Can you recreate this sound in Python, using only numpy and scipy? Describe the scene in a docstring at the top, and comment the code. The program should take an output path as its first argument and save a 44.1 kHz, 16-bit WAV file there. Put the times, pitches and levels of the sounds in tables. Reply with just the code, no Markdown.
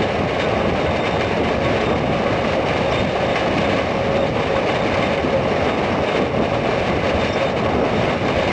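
"""Rock cutter on stony ground

A tracked cutter works in the open, a few metres from a small camera's microphone. Its drum's picks hammer
the rock in a dense roar that booms in the steel hood, over the diesel's rumble. Broken stone crunches,
cracks and clinks, and scraped steel sings. The camera limits the peaks and samples coarsely."""
import sys
import numpy as np
from scipy.fft import rfft, irfft, next_fast_len
from scipy.io import wavfile
from scipy.ndimage import uniform_filter1d, minimum_filter1d, map_coordinates

SR = 44100
rng = np.random.default_rng(int(sys.argv[2]) if len(sys.argv) > 2 else 0)


def generate_wav(sig):
    """Save sig (samples, or channels by samples) to the path in sys.argv[1] as 16-bit PCM at SR."""
    pcm = np.round(np.clip(np.atleast_2d(sig).T, -1, 1) * 32767).astype(np.int16)
    wavfile.write(sys.argv[1], SR, pcm)


N = 375732

# pick blows heard through the hood: (frequency [Hz], level [dB])
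ROAR_SPECTRUM = [(100, -46), (220, -12), (310, -8.5), (400, -0.5), (460, 2.5), (600, 1), (740, -0.5),
                 (840, -2.5), (930, -8.5), (1250, -8.5), (1420, -15.5), (2200, -27.5), (5000, -55.5)]
# crushed stone: (frequency [Hz], level [dB])
CRUNCH_SPECTRUM = [(500, -37), (1000, -1), (1400, -11), (1650, 1), (1900, -1), (2300, 2), (2650, -1.5),
                   (2950, -3), (3250, -9), (3600, -11.5), (4500, -19.5), (5500, -28)]
# fine grit: (frequency [Hz], level [dB])
GRIT_SPECTRUM = [(2000, -33.5), (3200, -19.5), (3800, -0.5), (4300, 1), (4900, -1), (5300, -1.5),
                 (5500, -3.5)]
# modes of the struck steel guards: (frequency [Hz], level [dB], t60 [s])
GUARD_MODES = [(1116, 0, .14), (1512, -3, 0.17), (1643, -5, 0.07), (2030, -1.5, 0.16), (2125, 0, 0.13),
               (2330, -4, 0.093), (2540, -7.5, .06), (2800, -7.5, 0.1), (2976, -3, 0.055)]


def amp(db):
    """Decibels to gain."""
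    return 10 ** (np.asarray(db) / 20)


def unit(x):
    """Scale to rms 1."""
    return x / np.sqrt(np.mean(x ** 2) + 1e-20)


def even(x, span):
    """Hold the rms at 1 over span seconds, keeping the faster grain."""
    size = max(int(span * SR), 8)
    power = uniform_filter1d(uniform_filter1d(x ** 2, size), size)
    return x / np.sqrt(np.abs(power) + 1e-12)


def wobble(rate):
    """A smooth random curve, rate knots a second."""
    knots = rng.standard_normal(int(N * rate / SR) + 4)
    return map_coordinates(knots, [np.arange(N) * rate / SR])


def tone(hz):
    """A sine of rms 1 that follows a pitch curve."""
    return np.sqrt(2) * np.sin(2 * np.pi * np.cumsum(hz) / SR)


def blows(rate, spread_db):
    """Impacts at random moments, rate a second, of log-normal sizes."""
    chance, sizes, sign = rng.random(N), rng.standard_normal(N), rng.choice([-1, 1], N)
    return unit((chance < rate / SR) * sign * amp(spread_db * sizes))


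def filtered(x, response):
    """Pass x through a gain given as a function of frequency."""
    size = next_fast_len(N + SR // 2)
    return irfft(rfft(x, size) * response(np.fft.rfftfreq(size, 1 / SR)), size)[:N]


def coloured(x, spectrum):
    """Give an excitation its source's spectrum, at rms 1."""
    points_hz, db = np.transpose(spectrum)
    return unit(filtered(x, lambda hz: amp(np.interp(np.log(hz + 1), np.log(points_hz), db))))


def resonance(hz, centre, width):
    """Response of one damped mode, 1 at its centre."""
    return 1j * hz * width / (centre ** 2 - hz ** 2 + 1j * hz * width)


def rubbed(modes):
    """Narrow modes kept ringing by random friction."""
    def response(hz):
        return sum(amp(db) * np.abs(resonance(hz, centre, width)) ** 2 for centre, width, db in modes)
    return unit(filtered(rng.standard_normal(N), response))


def bursts(rows, attack, t60):
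    """Envelope of (time [s], level [dB]) bursts that rise fast and die away."""
    t = np.arange(N) / SR
    envelope = np.zeros(N)
    for time, db in rows:
        start = int(time * SR)
        age = t[:min(SR // 2, N - start)]
        envelope[start:start + len(age)] += amp(db - 60 * age / t60) * (1 - np.exp(-age / attack))
    return envelope


def swell(time, length):
    """A bell curve of height 1 centred on time, length seconds between its 1/e points."""
    return np.exp(-(2 * (np.arange(N) / SR - time) / length) ** 2)


def surges(rows):
    """Envelope of (time [s], length [s], level [dB]) swells, added in power."""
    return np.sqrt(sum((amp(db) * swell(time, length)) ** 2 for time, length, db in rows))


def hood(x):
    """The steel hood colours the sound where its panels ring."""
    # panel modes: (frequency [Hz], width [Hz], lift [dB])
    panels = [(614, 18, 4), (687, 12, 3), (1128, 45, 3), (1253, 20, 1), (1570, 19, 1.5), (1730, 20, 2),
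              (2040, 22, -1), (2167, 36, 1), (2400, 21, 1.5), (2910, 40, 2.5)]
    def response(hz):
        return 1 + sum((amp(db) - 1) * resonance(hz, centre, width) for centre, width, db in panels)
    return filtered(x, response)


def rock_load(shared_db=0.42, roar_drift_db=0.66, stone_drift_db=0.55):
    """Roar and stone sway with uneven rock and dip briefly: two curves in dB about steady cutting."""
    # the drum bites into hard rock: (time [s], length [s], roar gain [dB], stone gain [dB])
    bites = [(0.41, 0.042, -2, 4), (1.07, 0.046, 0.5, 3.8), (1.65, 0.043, -0.5, 0.5), (1.83, 0.074, 0, 2.5),
             (1.93, .06, 4, 1), (3.17, 0.091, -2, 0.5), (3.38, 0.06, -1, 3.5), (3.73, 0.22, 0.5, 3.5),
             (4.57, 0.065, 0, 1), (4.7, 0.04, 0.5, 4.5), (4.97, 0.19, 0, 1.5), (5.69, 0.035, 2, 3),
             (6.165, 0.039, 1.5, 4), (7.07, 0.065, 1.5, 3), (7.27, .08, -0.5, 3), (7.59, 0.027, 0.5, 3.5),
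             (7.73, 0.41, 1, -1), (8.41, 0.093, 0, 1.5)]
    # brief dips where roar and crunch duck together, the deepest like the camera's gain control:
    # (time [s], length [s], roar loss [dB], stone loss [dB])
    dips = [(0.22, 0.22, 0.5, 1), (0.73, .06, 3, 2), (1.29, 0.04, 4, 1.5), (2.04, 0.24, 1.5, 2.5),
            (3.09, 0.12, 2.5, 0), (3.99, 0.21, 2.5, 2), (4.32, 0.063, 4, 2), (5.38, .26, 0.5, 2),
            (5.98, .1, -1, 2.5), (6.31, 0.078, 4, 6.5), (6.39, .08, -0.5, 4), (6.49, 0.056, 3.5, 5),
            (6.61, 0.024, 5.5, 2.5), (7.55, .05, 2, 3), (7.81, 0.23, -0.5, 2), (8.2, 0.056, 5.5, 3.5)]
    def summed(rows):
        return sum(np.outer(pair_db, swell(time, length)) for time, length, *pair_db in rows)
    roar_db, flow_db = summed(bites) - summed(dips) + shared_db * wobble(14)
    return roar_db + roar_drift_db * wobble(22), flow_db + stone_drift_db * wobble(16)


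def diesel(level_db=-25, firing_hz=78, firing_db=-13, sway_db=1.4):
    """Uneven diesel firings amid the rumble of tracks and frame."""
    # diesel and tracks: (frequency [Hz], level [dB])
    spectrum = [(15, -50), (31, -14.5), (58, -9), (76, -1), (130, -1), (235, -2), (300, -7.5), (420, -13.5),
                (900, -61)]
    # the rumble's slow rise and fall: (time [s], gain [dB])
    contour = [(0, 0.5), (.3, -0.5), (.7, 0.5), (1.33, -1.5), (1.72, 0.5), (2.4, -0.5), (2.65, 0),
               (3.15, -0.5), (3.45, -1), (3.82, 2), (3.9, -2.5), (4.1, 0.5), (4.6, -2), (5.25, -1),
               (5.8, 0), (6.28, -4), (6.45, -1.5), (7.05, 0.5), (7.4, -3), (7.75, 1), (8.2, -0.5),
               (8.5, 1.5)]
    cycles = np.cumsum(firing_hz * (1 + 0.00792 * wobble(3))) / SR
    firings = np.diff(np.floor(cycles), prepend=0) * amp(1.7 * wobble(70))
    shake = blows(rate=2500, spread_db=0.5) + amp(firing_db) * unit(firings)
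    rumble = even(coloured(shake, spectrum), span=0.24)
    contour_db = np.interp(np.arange(N) / SR, *np.transpose(contour))
    return amp(level_db + contour_db + sway_db * wobble(9)) * rumble


def drive(pitch_hz=547, waver_hz=8, judder_db=2.0, rough_db=-3.5, steady_db=-33, strain_db=0.5):
    """The drum's drive drones in the hood, wavering in pitch and juddering."""
    # the drive strains and its drone swells: (time [s], length [s], level [dB])
    strains = [(0.65, .08, -29), (1.17, .08, -31), (1.7, .3, -28), (2.2, 0.29, -27.5), (2.42, 0.051, -30),
               (2.58, 0.18, -26), (2.87, .16, -25.5), (3.22, .18, -26.5), (3.43, .09, -25),
               (3.7, 0.29, -28.5), (3.96, .12, -25), (4.1, 0.15, -22), (4.23, 0.14, -22), (4.56, 0.14, -28),
               (4.83, .05, -28), (4.98, 0.092, -24), (5.14, 0.11, -25.5), (5.36, 0.09, -20),
               (5.57, .2, -29.5), (5.95, .15, -32), (6.43, .05, -26), (6.555, 0.068, -21),
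               (6.75, .2, -30.5), (7.12, .15, -25.5), (7.43, .1, -23.5), (7.88, .12, -28),
               (8.38, 0.073, -24)]
    # the drone's peaks: (frequency [Hz], width [Hz], level [dB])
    modes = [(541.6, 8.5, -4.5), (564, 32, -16)]
    note = tone(pitch_hz + waver_hz * wobble(30))
    roughness = amp(rough_db) * even(rubbed(modes), span=0.08)
    drone = even(amp(judder_db * wobble(55)) * (note + roughness), span=0.093)
    return np.hypot(amp(steady_db), amp(strain_db) * surges(strains)) * drone


def boom(steady_db=-30.5, churn_db=-1.3):
    """Churning rubble shakes the air trapped under the hood."""
    # surges of rubble: (time [s], length [s], level [dB])
    churns = [(0.015, .07, -19.5), (0.68, .14, -22), (0.82, .07, -23.5), (1.1, 0.065, -27.5),
              (1.41, 0.063, -23), (1.49, .05, -26.5), (1.7, 0.16, -24.5), (1.9, .2, -26.5), (2.3, .1, -25),
              (2.46, .07, -25), (2.63, .12, -27.5), (3.58, .08, -25), (3.73, 0.087, -22.5),
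              (4.16, .17, -27.5), (4.87, .06, -21.5), (5.258, .04, -19.5), (5.52, 0.088, -22.5),
              (5.68, .06, -21.5), (5.78, .07, -22.5), (5.98, 0.16, -25), (6.21, 0.12, -21),
              (6.4, 0.11, -19.5), (6.7, 0.12, -26), (6.93, .08, -24), (7.66, .08, -24), (7.79, .15, -20),
              (7.94, .09, -21.5), (8.11, 0.049, -24.5), (8.3, 0.14, -24), (8.48, .1, -25.5)]
    # the hood's cavity: (frequency [Hz], level [dB])
    spectrum = [(110, -35), (165, -4.5), (215, 0), (300, -0.5), (420, -0.5), (490, -8), (700, -46)]
    cavity = even(coloured(blows(rate=1200, spread_db=3.0), spectrum), span=0.07)
    return np.hypot(amp(steady_db), amp(churn_db) * surges(churns)) * cavity


def pick_pings(level_db=-54):
    """Pick tips glance off the stone in a patter of tiny pings."""
    # ringing picks: (frequency [Hz], width [Hz], level [dB])
    modes = [(5545, 200, 0)]
    def response(hz):
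        return sum(amp(db) * resonance(hz, centre, width) for centre, width, db in modes)
    return amp(level_db) * unit(filtered(blows(rate=110, spread_db=3), response))


def squeaks():
    """A pick skids on hard stone in short chirps, pure or rough as it slips."""
    # short high chirps: (time [s], level [dB], half length [s], pitch [Hz], pitch scatter [Hz])
    chirps = [(2.915, -41.5, 0.0085, 5350, 130), (7.291, -45, .017, 5480, 20),
              (7.336, -37.5, 0.011, 5340, 250), (7.358, -45, .005, 5400, 100)]
    slips = wobble(900)
    return sum(amp(db) * swell(time, 2 * half_length) * tone(hz + scatter * slips)
               for time, db, half_length, hz, scatter in chirps)


def grazes(waver=0.012):
    """Sliding stones each keep one mode of a guard singing in a brief rough note."""
    # grazing stones: (time [s], length [s], level [dB], pitch [Hz])
    notes = [(0.46, .05, -35, 1500), (0.92, .12, -38, 2090), (1.042, .04, -31, 2090),
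             (1.312, .05, -32, 2020), (1.46, .05, -34, 2085), (5.035, .04, -33, 2100),
             (8.5, .04, -30, 2125)]
    bend = 1 + waver * wobble(220)
    return sum(amp(db) * swell(time, length) * tone(hz * bend) for time, length, db, hz in notes)


def clinks(flow_db, patter_db=-40, follows_flow=0.66, count=340, detune=0.005, attack=0.0012):
    """Thrown stones strike the steel guards, each at another spot with its own strengths and tuning."""
    # big stones on the guards: (time [s], level [dB], tilt [dB per octave])
    clangs = [(0.098, -34.5, -4), (0.4, -30.5, -6.5), (0.549, -30, 2), (0.65, -32, -1), (0.86, -27.5, -4.5),
              (0.955, -34.5, 6), (1.0335, -30, 5), (1.21, -32, 6), (1.29, -33, 3), (1.433, -32, 2),
              (1.655, -28, -8), (2.26, -27.5, -2), (2.355, -33, -2.5), (2.7, -32.5, -6), (3.79, -30.5, -1),
              (4.37, -30, -1), (4.56, -29, -6), (4.687, -28.5, -5), (4.8, -29.5, 2.5), (5.0225, -26, 6.5),
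              (5.175, -29.5, 4), (5.66, -32, 0), (6.158, -24, 1.5), (6.633, -31, 2.5), (6.906, -30, 0.5),
              (7.015, -32, -7), (7.355, -33.5, 3.5), (7.655, -35, -10), (8.077, -29.5, 4.5),
              (8.39, -31, 1.5), (8.475, -27.5, -1)]
    t = np.arange(SR // 5) / SR
    hz, db, t60 = np.transpose(GUARD_MODES)[:, :, None]
    decay = amp(db - 60 * t / t60) * (1 - np.exp(-t / attack))
    octaves = np.log2(hz / hz.mean())

    def strikes(hits, spread_db):
        ringing = np.zeros(N + len(t))
        for time, hit_db, tilt in hits:
            strength, tuning = rng.standard_normal((2, len(GUARD_MODES), 1))
            gains = amp(hit_db + tilt * octaves + spread_db * strength)
            partials = gains * decay * np.sin(2 * np.pi * hz * (1 + detune * tuning) * t)
            ringing[int(time * SR):][:len(t)] += partials.sum(axis=0)
        return ringing[:N]

    small_stones = [(time, 0, 0) for time in rng.uniform(0, N / SR, count)]
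    patter = unit(strikes(small_stones, spread_db=2.0))
    return amp(patter_db + follows_flow * flow_db) * patter + strikes(clangs, spread_db=1.7)


def scraped_steel(flow_db, rub_db=-47.5, follows_flow=0.74, stutter_db=1.3, attack=0.008, release=0.013):
    """Steel chatters under the flow of stone; a dragging stone sticks and slips, driving it harder."""
    # dragging stones: (time [s], length [s], level [dB], share of the shrill mode [0-1])
    scrapes = [(0.015, 0.028, -39.5, .3), (0.392, 0.055, -35.5, .85), (0.78, 0.14, -42.5, 0.7),
               (0.955, 0.19, -39.5, 0.2), (1.14, 0.12, -43.5, 0.3), (1.626, 0.04, -39, 0.3),
               (1.804, 0.15, -41, 0.3), (2.74, 0.03, -40.5, .6), (2.848, .03, -40.5, 0.5),
               (2.93, 0.08, -34, 0), (3.062, .08, -43, 0), (3.232, 0.22, -41.5, .05),
               (3.69, 0.08, -43.5, .3), (4.15, 0.1, -39, 0.5), (4.37, .16, -45, 0), (4.548, 0.03, -40, 0.4),
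               (4.675, .03, -43, 0.5), (4.765, 0.054, -38.5, 0.4), (4.905, 0.027, -39.5, .3),
               (5.017, 0.076, -39.5, 0.2), (5.12, .07, -46, 0.2), (5.687, 0.052, -41, .3),
               (6.074, 0.087, -39, .5), (6.213, 0.037, -41.5, 0), (7.075, 0.035, -41, .15),
               (7.188, 0.044, -38, 0), (7.28, 0.17, -40, .25), (7.451, 0.03, -36, 0.02),
               (7.96, 0.033, -40.5, 0.5), (8.076, 0.027, -40.5, 0.4), (8.272, .04, -41, .6),
               (8.39, 0.08, -43, 0.6)]
    # singing steel, a close pair of modes: (frequency [Hz], width [Hz], level [dB])
    singing_modes = [(3620, 9, -6.5), (3625, 16, -1)]
    # its shrill upper mode: (frequency [Hz], width [Hz], level [dB])
    shrill_mode = [(3676, 70, 0)]
    t = np.arange(N) / SR
    friction = amp(rub_db + follows_flow * flow_db + wobble(22))
    shrill_share = np.full(N, 0.3)
    for time, length, db, share in scrapes:
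        onset = np.clip((t - time) / attack, 0, 1)
        contact = onset * np.exp(-np.maximum(t - time - length, 0) / release)
        friction += contact * (amp(db) - friction)
        shrill_share += contact * (share - shrill_share)
    shrill_share = np.clip(shrill_share, 0, 1)
    singing = np.sqrt(1 - shrill_share) * even(rubbed(singing_modes), span=0.029)
    shrill = np.sqrt(shrill_share) * even(rubbed(shrill_mode), span=0.02)
    stutter = unit(amp(stutter_db * wobble(85)))
    return friction * stutter * (singing + shrill)


def cracks(level_db=-3, grit_db=-5, clank_db=-4, clank_width_hz=25, attack=0.00078):
    """A slab snaps, sheds a short shower of splinters and clanks against the guards."""
    # snapping slabs: (time [s], level [dB])
    slabs = [(0.017, -17.5), (0.396, -24), (0.961, -22.5), (1.208, -18.5), (1.6444, -22), (1.6836, -28.5),
             (1.812, -23.5), (2.1286, -27.5), (2.6847, -21), (2.9203, -21), (3.3558, -15.5),
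             (3.5798, -20.5), (3.7394, -24), (3.82, -24.5), (4.9397, -19), (4.97, -26), (5.0235, -22),
             (5.1751, -24.5), (6.087, -21.5), (7.069, -25.5), (7.2459, -24), (8.281, -19.5)]
    splinters = blows(rate=3500, spread_db=1.5)
    shower = coloured(splinters, CRUNCH_SPECTRUM) + amp(grit_db) * coloured(splinters, GRIT_SPECTRUM)
    guards = rubbed([(hz, clank_width_hz, db) for hz, db, _ in GUARD_MODES])
    snap = bursts(slabs, attack, t60=0.07) * even(shower, span=0.014)
    clank = bursts(slabs, attack, t60=0.14) * even(guards, span=0.02)
    return amp(level_db) * (snap + amp(clank_db) * clank)


def broken_stone(flow_db, crunch_db=-30, grit_db=-42.5, clump_db=1.23):
    """Fragments collide in clumps; each clump throws both coarse crunch and fine grit."""
    clumps = amp(clump_db * wobble(60))
    fragments = blows(rate=3500, spread_db=1.5) + 0.9 * rng.standard_normal(N)
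    crunch = amp(crunch_db + flow_db) * even(coloured(fragments, CRUNCH_SPECTRUM), span=0.097)
    spray_db = 0.99 * flow_db + wobble(25)
    grit = amp(grit_db + spray_db) * even(coloured(fragments, GRIT_SPECTRUM), span=0.08)
    return clumps * (crunch + grit)


def thumps():
    """Brief low thumps where the roar jumps up and dies away."""
    # jumps in the roar: (time [s], level [dB])
    jumps = [(0.525, -18), (3.15, -16.5), (3.19, -22), (6.536, -19.5)]
    body = even(coloured(rng.standard_normal(N), ROAR_SPECTRUM), span=0.01)
    return bursts(jumps, attack=0.0011, t60=0.13) * body


def drum(load_db, level_db=-22):
    """The drum's picks hammer the rock so fast that the blows merge into a roar, louder under load."""
    roar = even(coloured(blows(rate=1800, spread_db=2), ROAR_SPECTRUM), span=0.061)
    return amp(level_db + load_db) * roar


def scene():
    """The cutting reaches the microphone through the hood; the steel rings straight into the open air."""
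    load_db, flow_db = rock_load()
    machine = diesel() + drum(load_db) + thumps() + drive()
    rubble = boom() + broken_stone(flow_db) + cracks()
    steel = clinks(flow_db) + grazes() + squeaks() + pick_pings() + scraped_steel(flow_db)
    return (hood(machine + rubble) + steel)[None]


def record(dry, ceiling=0.5, hold_s=0.0058, camera_hz=11025, top_hz=10131):
    """The camera limits peaks; its low sample rate mirrors a faint copy of the treble upwards."""
    hold = int(hold_s * SR)
    needed_gain = np.minimum(1, ceiling / (np.abs(dry[0]) + 1e-9))
    limited = dry[0] * uniform_filter1d(minimum_filter1d(needed_gain, hold), hold)
    band_limited = filtered(limited, lambda hz: hz < camera_hz / 2)
    step = SR // camera_hz
    samples = band_limited * step * (np.arange(N) % step == 0)
    def roll_off(hz):
        return np.clip((camera_hz - hz) / (hz + 1), 0, 1) ** 3 * (hz < top_hz)
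    return filtered(samples, roll_off)[None]


dry = scene()
out = record(dry)
generate_wav(out)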